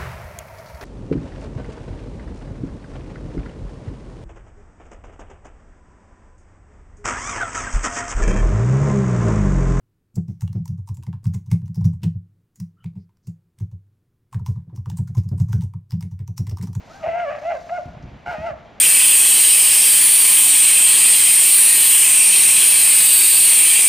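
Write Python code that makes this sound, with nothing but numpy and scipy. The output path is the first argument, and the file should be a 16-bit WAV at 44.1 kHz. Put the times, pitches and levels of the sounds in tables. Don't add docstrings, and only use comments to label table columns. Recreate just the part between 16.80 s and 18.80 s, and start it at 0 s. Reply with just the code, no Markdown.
import sys
import numpy as np
from scipy import signal
from scipy.fft import rfft, irfft
from scipy.io import wavfile
from scipy.ndimage import uniform_filter1d

SR = 44100
rng = np.random.default_rng(int(sys.argv[2]) if len(sys.argv) > 2 else 0)


def dump_mix(stems):
    frames = np.atleast_2d(stems).T
    limited = np.clip(frames, -1, 1)
    pcm = np.round(limited * 32767).astype(np.int16)
    wavfile.write(sys.argv[1], SR, pcm)


N = 88200
TIME = np.arange(N) / SR


def undb(db):
    return 10 ** (np.asarray(db) / 20)


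def unit(x):
    return x / np.sqrt(np.mean(x ** 2) + 1e-18)


def even(x):
    return x / np.sqrt(uniform_filter1d(x ** 2, 1400) + 1e-12)


def curve(rows, column=1):
    rows = np.array(rows)
    return np.interp(TIME, rows[:, 0], rows[:, column])


def equalise(x, points):
    hz, db = np.array(points).T
    bins_hz = np.maximum(np.fft.rfftfreq(2 * N, 1 / SR), 1)
    gain = undb(np.interp(np.log(bins_hz), np.log(hz), db))
    return irfft(rfft(x, 2 * N) * gain)[:N]


def lowpass(x, hz, order=2):
    return signal.sosfiltfilt(signal.butter(order, hz, fs=SR, output="sos"), x, padtype="even")


def wobble(hz):
    rolloff = np.exp(-(np.fft.rfftfreq(N, 1 / SR) / hz) ** 2)
    return unit(irfft(rfft(rng.standard_normal(N)) * rolloff, N))


# (frequency [Hz], side gain [dB])
WIDTH_EQ = [(50,-12.5),(900,-6),(2200,-8),(4000,-69),(7000,2.5)]

def spread(mid, side):
    return mid + np.array([[1], [-1]]) * equalise(side, WIDTH_EQ)


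def noise_bed(eq, flicker_db, flicker_hz):
    mid, side = (unit(equalise(rng.standard_normal(N), eq)) * undb(flicker_db * wobble(flicker_hz))
                 for _ in range(2))
    return spread(mid, side)


# (frequency [Hz], gain [dB])
SURF_EQ = [(25,-10.5),(60,0),(190,-3),(400,-10),(680,-4),(1300,-14.5),(2200,-15.5),(3500,-23.5),(7000,-40.5),(9000,-63)]

def surf():
    return noise_bed(SURF_EQ, flicker_db=0.74, flicker_hz=52) * undb(-46.5)


# (frequency [Hz], gain [dB])
RUSTLE_EQ = [(1500,-19),(4000,0.5),(6500,-2),(9000,-20)]
# (time [s], level [dB])
RUSTLE_FADER = [(0,-65),(.16,-55.5),(.35,-63.5),(.61,-60.5),(.65,-57.5),(.96,-58),(1.2,-72.5)]

def rustle():
    return noise_bed(RUSTLE_EQ, flicker_db=1.7, flicker_hz=140) * undb(curve(RUSTLE_FADER))


# (start [s], length [s], first pitch [Hz], last pitch [Hz], level [dB])
YELPS = [(0.094,0.039,600,705,-39.5),(0.113,0.092,725,828,-44),(0.187,0.082,699.6,533,-40.5)]

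def far_yelps():
    out = 0
    for start, length, first_hz, last_hz, db in YELPS:
        progress = np.clip((TIME - start) / length, 0, 1)
        hz = (first_hz + (last_hz - first_hz) * progress) * (1 + 0.027 * wobble(170))
        phase = 2 * np.pi * np.cumsum(hz) / SR
        tone = np.sin(phase) + undb(-4) * np.sin(2 * phase)
        out = out + undb(db) * np.sin(np.pi * progress) * tone
    return out


# (time [s], relative level [dB])
BUMP_HITS = [(0.184,-38.5),(0.269,-29.5),(1.057,-24.5),(1.167,-34),(1.195,-32),(1.232,-29),(1.25,-32.5),(1.313,-28),(1.472,-30.5),(1.583,-25),(1.707,-31)]

def bumps():
    rest_hz, ring_cycles = 64.9, 1.85
    attack_s, sag_s, rumble_s = 0.0015, 0.0076, 0.037
    knocks, rumble_level = 0, 0
    for start, db in BUMP_HITS:
        age = np.maximum(TIME - start, 0)
        push = undb(db) * (1 - np.exp(-age / attack_s))
        cycles = rest_hz * (age + 2.23 * sag_s * (1 - np.exp(-age / sag_s)))
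        knocks = knocks - push * np.sin(2 * np.pi * cycles) * np.exp(-age * rest_hz / ring_cycles)
        rumble_level = rumble_level + push * np.exp(-age / rumble_s)
    noise = lowpass(rng.standard_normal(N), hz=200)
    rumble = unit(noise - lowpass(noise, hz=45.5))
    return .5 * knocks + undb(-7) * rumble_level * rumble


def vocal_folds(hz, folds_per_beat, rasp, hoarse):
    jitter, drift, rasp_swing = .025, .1, .7
    fold_phase = 2 * np.pi * np.cumsum(hz * (1 + jitter * hoarse * wobble(344))) / SR
    drift_hz = hz / folds_per_beat * drift * hoarse * wobble(87.6)
    rasp_phase = fold_phase / folds_per_beat + 2 * np.pi * np.cumsum(drift_hz) / SR
    phase = fold_phase + rasp_swing * rasp * np.sin(rasp_phase)
    smear = .55 * np.sqrt(hoarse)
    pulses = sum(np.cos(k * phase + k * k + smear * (k - 1) * wobble(160)) for k in range(1, 13))
    tremolo = (1 + rasp * np.cos(rasp_phase)) / np.sqrt(1 + rasp ** 2 / 2)
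    breakup = (1 + .5 * hoarse * wobble(110)) * undb(2 * hoarse * wobble(55))
    breath = rng.standard_normal(N) * (1 + 2 * np.cos(phase))
    hiss = breath - lowpass(breath, hz=2620, order=4)
    return unit(pulses * tremolo * breakup) + .55 * hoarse * breath + 0.93 * hiss


# (frequency [Hz], gain [dB])
THROAT_EQ = [(200,-29),(420,-18),(560,-1),(700,3.5),(870,-2),(1050,-3.5),(1450,3),(1620,4.5),(1780,-4.5),(2080,-1),(2450,-7),(2820,-11),(3400,-28.5),(6800,-40),(9000,-52)]
# (frequency [Hz], gain [dB])
GAPE_EQ = [(400,17.5),(650,0.5),(870,11),(1150,-3),(1420,0.5),(2700,3),(4700,10.5)]
# (time [s], gain [dB])
VOWEL = [(.31,-10),(.47,3.5),(.65,-8.5),(.96,4.5),(1.5,7.5),(1.63,-8),(1.68,7.5)]

def throat(source, gape):
    voiced = equalise(source, THROAT_EQ)
    voiced = (1 - gape) * voiced + gape * equalise(voiced, GAPE_EQ)
    fundamental = lowpass(voiced, hz=948, order=6)
    overtones = voiced - fundamental
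    overtones = overtones + (undb(curve(VOWEL)) - 1) * lowpass(overtones, hz=1620, order=6)
    return even(fundamental), even(overtones)


# (time [s], pitch [Hz], fundamental before trim [dB], overtones before trim [dB], rasp [0-1])
CRY_SHAPES = [
    [(.222,669,-25.5,-35,0.39),(.25,615.7,-25,-41.5,0.26),(.275,693.3,-22.5,-36.5,0.87),(.32,653.5,-25.5,-39,0.1),(.365,700,-23,-37.5,0.4),(.41,703.4,-27,-31,0.31),(.44,686.8,-21.5,-38,0.09),(.462,581,-31,-39,0.06),(.492,564.8,-24.5,-33,0),(.512,626,-31,-36.5,0.5),(.538,592.6,-30.5,-38.5,0.21),(.588,580.4,-39,-45,1)],
    [(.608,562.7,-39.5,-49.5,0.32),(.645,632.9,-27.5,-43.5,0.32),(.685,693.6,-22.5,-38.5,0),(.715,693.7,-22.5,-32.5,0.44),(.745,587.6,-27.5,-45,0.54),(.765,522.3,-37.5,-40,0)],
    [(.89,602,-29.5,-17.5,0.9),(.91,652.7,-29.5,-51.5,0.22),(.928,705.5,-22,-43,0.08),(.968,722.4,-34.5,-33,0.1),(.985,672,-21,-41,0.33),(.993,596,-28.5,-52.5,0)],
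    [(1.456,696.5,-29,-25.5,.6),(1.482,699,-28.5,-33,.5),(1.505,721,-32.5,-29.5,0.21),(1.53,676.2,-31,-34.5,.9),(1.555,614.6,-30.5,-39.5,0.46),(1.585,616.3,-43.5,-43.5,0),(1.645,661,-26,-42.5,0.3),(1.667,699,-28,-34,0.21),(1.69,649,-27,-35.5,0.17),(1.72,563,-38,-43,0.26)],
]
CRY_GAPES = [0, 0, 0, 1]
# (time [s], fold cycles per rasp beat [ratio], hoarseness per unit of rasp [ratio])
RASP_GRAIN = [(.28,5,1.3),(.32,3,1.1),(.43,3,.9),(.52,4,1.7),(1.47,5,1),(1.505,5,.6),(1.545,3,.45),(1.64,3,.3),(1.675,3,1.5)]

def near_cries():
    fade_s, low_trim_db, high_trim_db = 0.019, 1, -0.5
    out = 0
    for cry, gape in zip(CRY_SHAPES, CRY_GAPES):
        hz, low_db, high_db, rasp = (curve(cry, column) for column in range(1, 5))
        hoarse = rasp * curve(RASP_GRAIN, column=2)
        fundamental, overtones = throat(vocal_folds(hz, curve(RASP_GRAIN), rasp, hoarse), gape)
        voice = fundamental * undb(low_db + low_trim_db) + overtones * undb(high_db + high_trim_db)
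        start, end = cry[0][0], cry[-1][0]
        gate = np.clip((TIME - start) / fade_s, 0, 1) * np.clip(1 + (end - TIME) / fade_s, 0, 1)
        out = out + gate * voice
    return out


def slope_echo(voices, shifted):
    delay_s = 0.034
    mid, side = (np.interp(TIME - delay_s, TIME, x) for x in (voices, shifted))
    return undb(-14.5) * spread(mid, undb(9) * side)


def scattered_echo(x, t60_s, delay_s):
    age = TIME - delay_s
    decay = (age > 0) * np.exp(-np.log(1000) * np.abs(age) / t60_s)
    tails = (unit(rng.standard_normal(N) * decay) / np.sqrt(N) for _ in range(2))
    mid, side = (signal.fftconvolve(x, tail)[:N] for tail in tails)
    return spread(mid, side)


def tick():
    start_s, decay_s = 1.225, 0.016
    age = TIME - start_s
    noise = lowpass(unit(equalise(rng.standard_normal(N), RUSTLE_EQ)), hz=7100, order=6)
    band = noise - lowpass(noise, hz=4760)
    return undb(-51) * band * (age > 0) * np.exp(-np.abs(age) / decay_s)


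def scene():
    voices = near_cries() + far_yelps()
    shifted = signal.hilbert(voices).imag
    direct = spread(voices, undb(-5.5) * shifted)
    slope = slope_echo(voices, shifted)
    bank = undb(-11) * scattered_echo(lowpass(voices, hz=3230, order=1), t60_s=0.47, delay_s=0.042)
    cliff = undb(-22.5) * scattered_echo(lowpass(voices, hz=1000), t60_s=.6, delay_s=.15)
    return surf() + rustle() + direct + slope + bank + cliff + bumps() + tick()


def record(dry):
    return signal.sosfilt(signal.ellip(8, .2, 70, 13700, fs=SR, output="sos"), dry)


dry = scene()
out = record(dry)
dump_mix(out)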